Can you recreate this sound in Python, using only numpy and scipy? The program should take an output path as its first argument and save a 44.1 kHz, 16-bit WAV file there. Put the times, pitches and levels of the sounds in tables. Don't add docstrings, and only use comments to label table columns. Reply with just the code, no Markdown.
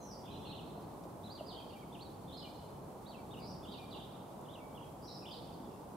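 import sys
import numpy as np
from scipy import signal
from scipy.fft import rfft, irfft
from scipy.io import wavfile

SR = 44100
rng = np.random.default_rng(int(sys.argv[2]) if len(sys.argv) > 2 else 0)


def put_to_file(sound):
    columns = np.atleast_2d(sound).T
    safe = np.clip(columns, -1, 1)
    whole_steps = np.round(safe * 32767)
    wavfile.write(sys.argv[1], SR, whole_steps.astype(np.int16))


N = 262836
TIME = np.arange(N) / SR


def gain_of(db):
    return 10 ** (np.asarray(db) / 20)


def evened(x):
    return x / np.sqrt(np.mean(x ** 2) + 1e-20)


def read(points, hz):
    f, value = np.transpose(points)
    return np.interp(np.log(hz + 1), np.log(f + 1), value)


def add(mix, start_s, sound):
    part = mix[max(round(start_s * SR), 0):][:len(sound)]
    part += sound[:len(part)]


def wander(length, hz):
    size = max(length, SR)
    f = np.fft.rfftfreq(size, 1 / SR)
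    spectrum = rfft(rng.standard_normal(size)) * np.exp(-(f / hz) ** 2)
    return evened(irfft(spectrum, size))[:length]


def stereo_noise(colour):
    # f/Hz, likeness (0 to 1)
    likeness = [(30, 0.93), (125, 0.97), (250, 0.83), (500, 0.7), (1000, 0.42), (2000, 0.17), (5000, 0.14),
                (15000, 0)]
    # f/Hz, left minus right/dB
    balance = [(60, 1.5), (110, 0.5), (200, 0.5), (380, -0.5), (700, -1.5), (1290, -2.5), (2380, 0),
               (4400, 0.5), (8120, 0.0), (15000, -1.5)]
    hz = np.fft.rfftfreq(N, 1 / SR)
    common, separate = rfft(rng.standard_normal((2, N)))
    same, lean_db = read(likeness, hz), read(balance, hz)
    left = common * gain_of(lean_db / 2)
    right = (same * common + np.sqrt(1 - same ** 2) * separate) * gain_of(-lean_db / 2)
    return hz, np.array([left, right]) * gain_of(read(colour, hz))


def wind(calm_rumble_db=-53, calm_roar_db=-53.5, split_hz=400, top_hz=2600, waver_db=0.08):
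    # f/Hz, relative level/dB
    colour = [(20, -35), (47, -8), (85, -3.5), (120, -1.5), (148, 0.5), (185, 0.5), (250, -2), (400, -3),
              (600, -3.5), (850, -3), (1100, -9), (1400, -19), (1800, -28.5), (2600, -34.5)]
    # t of the peak/s, half length/s, change in rumble/dB, change in roar/dB
    gusts = [(0.423, 0.13, 4, 1), (.76, 0.19, 2.8, 1.3), (1.153, .2, 2, 0.8), (1.545, .12, -0.5, 2.1),
             (2.15, 0.35, 1.3, -0.5), (2.76, .1, 2, .6), (3.53, 0.34, 3.5, 0.9), (3.963, 0.055, 2.3, 2.5),
             (4.46, 0.26, -0.5, 1.5), (5.55, .25, 1, 0.6)]
    hz, spectra = stereo_noise(colour)
    rumble_db, roar_db = calm_rumble_db + waver_db * wander(N, 1.3), calm_roar_db
    for peak_s, half_s, rumble_change, roar_change in gusts:
        swell = np.exp(-((TIME - peak_s) / half_s) ** 2)
        rumble_db += rumble_change * swell
        roar_db += roar_change * swell
    low_band = 1 / (1 + (hz / split_hz) ** 10)
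    high_band = (1 - low_band) * (hz < top_hz)
    rumble = evened(irfft(spectra * low_band, N))
    roar = evened(irfft(spectra * high_band, N))
    return rumble * gain_of(rumble_db) + roar * gain_of(roar_db)


def hiss(level_db=-66.5, waver_db=0.6):
    # f/Hz, relative level/dB
    colour = [(1000, -13), (1900, -3.5), (3000, -1.5), (6500, -4), (9000, -1.5), (12000, -2.5), (12800, -2),
              (13100, -10), (13400, -2.5), (15700, -7.5)]
    level = gain_of(level_db + waver_db * wander(N, 21))
    _, spectra = stereo_noise(colour)
    return level * evened(irfft(spectra, N))


def whistle(hz, level_db, rasp, rasp_hz=450, flutter_db=2.0, fade_s=0.0056, overtone_db=-30):
    count = len(hz)
    trembling_hz = hz * (1 + rasp * wander(count, rasp_hz))
    phase = 2 * np.pi * np.cumsum(trembling_hz) / SR
    level = gain_of(level_db + flutter_db * wander(count, 160))
    fade = signal.windows.tukey(count, min(2 * fade_s * SR / count, 1))
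    return np.sqrt(2) * level * fade * (np.sin(phase) + gain_of(overtone_db) * np.sin(2 * phase))


def slur(top_s, rise_s, fall_s, start_hz, top_hz, end_hz, db, rasp, swell_db=4.5, brisk_hz_per_s=31500):
    rise_bend, fall_knee = 0.58, 0.42
    tilt_db, ends_db = -2, -4.5
    t = np.arange(-rise_s, fall_s, 1 / SR)
    up, down = np.clip(1 + t / rise_s, 0, 1), np.clip(t / fall_s, 0, 1)
    climbed = np.sin(np.pi / 2 * up ** rise_bend) ** 2
    dropped = (1 + fall_knee ** 2) * down ** 2 / (down ** 2 + fall_knee ** 2)
    hz = start_hz + (top_hz - start_hz) * climbed + (end_hz - top_hz) * dropped
    speed = abs(np.gradient(hz)) * SR
    briskness = speed / (speed + brisk_hz_per_s) - .5
    place = up + down - 1
    level_db = db + swell_db * briskness + tilt_db * place + ends_db * place ** 2
    return top_s - rise_s, whistle(hz, level_db, rasp)


def glide(start_s, length_s, start_hz, end_hz, db, rasp, arch_db=4):
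    progress = np.arange(0, length_s, 1 / SR) / length_s
    hz = start_hz + (end_hz - start_hz) * progress
    level_db = db + arch_db * (np.sin(np.pi * progress) - .5)
    return start_s, whistle(hz, level_db, rasp)


def echoes(x, shape, shared=0.46, echoes_per_s=4000):
    taps = rng.standard_normal((3, SR)) * (rng.random((3, SR)) < echoes_per_s / SR)
    tail = shape * (np.sqrt(shared) * taps[0] + np.sqrt(1 - shared) * taps[1:])
    tail /= np.linalg.norm(tail, axis=1, keepdims=True)
    return signal.fftconvolve(x[None], tail, axes=1)[:, :N]


def leaves(x, blur_db=0.5, blur_t60=0.1):
    blur = echoes(x, gain_of(-60 * TIME[:SR] / blur_t60))
    return (x + gain_of(blur_db) * blur) / np.hypot(1, gain_of(blur_db))


def trees(x, near_t60=0.64, far_t60=1.8, far_db=-11.0, build_s=0.0048, clump_db=3):
    t = TIME[:SR]
    decay = np.hypot(gain_of(-60 * t / near_t60), gain_of(far_db - 60 * t / far_t60))
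    build_up = 1 - np.exp(-t / build_s)
    clumps = gain_of(clump_db * wander(SR, 90))
    return echoes(x, decay * build_up * clumps)


def far_birds(calls_boost_db=1, straight_db=-7, pan_right_db=0.7):
    # t of the top/s, rise/s, fall/s, start f/Hz, top f/Hz, end f/Hz, level/dB
    calls = [(0, 0.0056, 0.089, 6550, 6420, 5590, -60), (0.095, 0.016, .056, 5600, 5630, 4580, -55.5),
             (3.405, .011, 0.029, 4200, 4950, 3840, -58.5), (3.452, 0.027, 0.013, 4200, 5010, 4830, -56.5),
             (3.484, 0.019, 0.04, 4900, 5690, 4400, -58), (5.061, 0.041, .02, 4500, 5690, 4660, -59),
             (5.075, .004, 0.0244, 4260, 4310, 3770, -52), (5.126, .036, 0.0203, 3860, 5580, 5010, -57.5),
             (5.147, 0.006, 0.0244, 5200, 5350, 4660, -52)]
    # t/s, length/s, start f/Hz, end f/Hz, level/dB
    chirps = [(0, 0.021, 4140, 4090, -64), (.815, 0.026, 4800, 3440, -71), (5.611, 0.047, 3700, 3210, -73),
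              (5.675, .028, 5300, 5600, -76), (5.69, .05, 2900, 2600, -75)]
    raspy, chirping = np.zeros((2, N))
    for row in calls:
        add(raspy, *slur(*row, rasp=0.0244))
    for row in chirps:
        add(chirping, *glide(*row, rasp=0.0093))
    song = gain_of(calls_boost_db) * raspy + chirping
    heard = gain_of(straight_db) * leaves(song) + trees(song)
    return heard * gain_of([[-pan_right_db], [pan_right_db]])


def near_bird(closing_scatter_db=-7, pan_right_db=1.5):
    # t of the top/s, rise/s, fall/s, start f/Hz, top f/Hz, end f/Hz, level/dB,
    # scattered over straight sound/dB
    slurs = [ (.253, .022, 0.026, 3165, 3590, 2395, -55, 12),
             (.320, 0.03, 0.043, 2555, 4110, 2560, -55.5, 8),
             (.440, 0.02, 0.029, 3020, 3550, 2510, -53.5, 7),
             (.466, 0.019, 0.027, 3130, 4370, 3520, -54.5, 13),
             (.497, .006, 0.055, 3850, 4150, 2560, -54, 2), (.575, 0.026, 0.039, 2660, 3710, 2450, -58, -4),
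             (1.257, .027, 0.035, 3290, 4130, 3350, -59.5, -5),
             (1.328, .038, .02, 3400, 4720, 4720, -57, -1), (1.354, .006, 0.061, 4670, 4700, 2576, -56, -1),
             (1.468, .008, 0.02, 4870, 4950, 4750, -54, 7),
             (1.484, 0.0057, 0.063, 4520, 4670, 2834, -51.5, 4),
             (1.581, 0.024, .02, 2880, 3280, 3100, -52.5, 1),
             (1.597, 0.0042, 0.021, 2650, 2650, 2330, -59.5, -4),
             (1.704, 0.0083, 0.015, 2780, 2990, 2280, -62, 3),
             (1.74, 0.014, 0.016, 2400, 2900, 2360, -65, -2),
             (1.940, 0.02, 0.033, 3180, 3646, 2340, -59, -4),
             (2.034, 0.045, 0.0064, 2390, 4550, 4550, -57.5, -3),
             (2.048, 0.0043, 0.027, 4350, 4390, 3770, -59.5, -3),
             (2.289, 0.014, 0.025, 3110, 3680, 2950, -55, 5), (2.345, .033, .03, 3125, 4250, 4200, -54, 6),
             (2.394, 0.016, 0.037, 4030, 4150, 2955, -53.5, 2),
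             (2.372, .004, 0.023, 4870, 5100, 3915, -51, 6),
             (2.441, .018, 0.017, 2960, 3070, 2820, -53.5, -1),
             (3.098, 0.047, .062, 3150, 4570, 2590, -60, -1.5),
             (3.327, .024, 0.036, 3220, 3730, 2460, -57.5, -4),
             (3.384, 0.021, 0.042, 2490, 2900, 2205, -62, -3),
             (3.644, 0.017, 0.019, 3276, 3540, 2770, -57.5, 0),
             (3.692, .028, 0.022, 2900, 3800, 3700, -53.5, 4),
             (3.728, .008, 0.031, 3620, 3700, 2510, -53.5, 5.5),
             (3.72, 0.0087, .036, 4530, 4720, 3370, -57, 5),
             (3.908, 0.0036, 0.0124, 4600, 4790, 4080, -55, 7),
             (3.917, .004, 0.048, 3950, 3950, 2640, -51.5, 5),
             (3.990, 0.023, 0.024, 2680, 3755, 2980, -54, 2),
             (4.459, .012, 0.0076, 3340, 3540, 2620, -65, -13),
             (4.514, 0.032, 0.029, 2810, 3650, 3200, -59.5, -6),
             (4.539, .004, 0.035, 3750, 3830, 2520, -59.5, -11),
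             (4.587, 0.015, 0.028, 2560, 2810, 2290, -65, -6),
             (4.765, 0.025, 0.033, 3010, 3440, 2520, -62, -4),
             (4.824, 0.022, .028, 2500, 3300, 2400, -63, -1),
             (5.274, 0.022, .027, 2540, 3560, 2570, -51.5, 1.5),
             (5.320, 0.02, 0.038, 2740, 3600, 2890, -53.5, -4),
             (5.322, .012, 0.031, 4370, 4880, 3570, -52, 5)]
    # t/s, length/s, start f/Hz, end f/Hz, level/dB
    closing_notes = [(1.75, 0.039, 2354, 2320, -65.5), (1.807, 0.04, 2350, 2144, -66.5),
                     (2.451, 0.034, 2470, 2320, -60.5), (3.14, 0.028, 2760, 2490, -63),
                     (3.177, 0.026, 2377, 2260, -64.5), (3.42, 0.022, 2200, 2340, -69),
                     (3.779, 0.077, 2450, 2363, -60), (4.6, 0.046, 2284, 2290, -62.5),
                     (5.22, 0.044, 2640, 2310, -62)]
    notes = [(slur(*row, rasp=0.012), scatter_db) for *row, scatter_db in slurs]
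    notes += [(glide(*row, rasp=0.005), closing_scatter_db) for row in closing_notes]
    straight, scattered = np.zeros((2, N))
    for (start_s, note), scatter_db in notes:
        ratio = gain_of(scatter_db)
        add(straight, start_s, note / np.hypot(1, ratio))
        add(scattered, start_s, note * ratio / np.hypot(1, ratio))
    heard = leaves(straight) + trees(scattered)
    return heard * gain_of([[-pan_right_db], [pan_right_db]])


def camera_knocks():
    # t/s, peak level/dB, f/Hz, rise/s, time to fade by 60 dB/s
    knocks = [(.776, -42.5, 697, 0.005, 0.031), (1.054, -36, 504, 0.00089, 0.016),
              (1.4085, -35, 617, 0.0021, 0.038), (1.5205, -39, 716, 0.0027, 0.013),
              (5.6, -40.5, 257, .003, 0.11), (5.675, -36.5, 243, .002, 0.033)]
    out, t = np.zeros(N), TIME[:SR // 8]
    for start_s, db, hz, rise_s, t60 in knocks:
        attack = np.minimum(t / rise_s, 1)
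        decay = gain_of(db - 60 * np.maximum(t - rise_s, 0) / t60)
        add(out, start_s, attack * decay * np.sin(2 * np.pi * hz * t))
    return out


def camera_ticks(t60=0.046):
    # t/s, starting level/dB, centre f/Hz
    ticks = [(1.037, -65, 4700), (3.401, -67, 9700), (4.411, -65, 8960)]
    out, t = np.zeros(N), TIME[:SR // 8]
    for start_s, db, hz in ticks:
        band = signal.butter(2, [hz / np.sqrt(2), hz * np.sqrt(2)], "bandpass", fs=SR, output="sos")
        noise = evened(signal.sosfilt(band, rng.standard_normal(len(t))))
        add(out, start_s, noise * gain_of(db - 60 * t / t60))
    return out


def scene():
    return near_bird() + far_birds() + wind() + hiss() + camera_knocks() + camera_ticks()


def record(dry):
    cutoff_hz = 15750
    low_pass = signal.firwin(511, cutoff_hz, window=("kaiser", 9), fs=SR)
    return signal.oaconvolve(dry, low_pass[None], "same")


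dry = scene()
out = record(dry)
put_to_file(out)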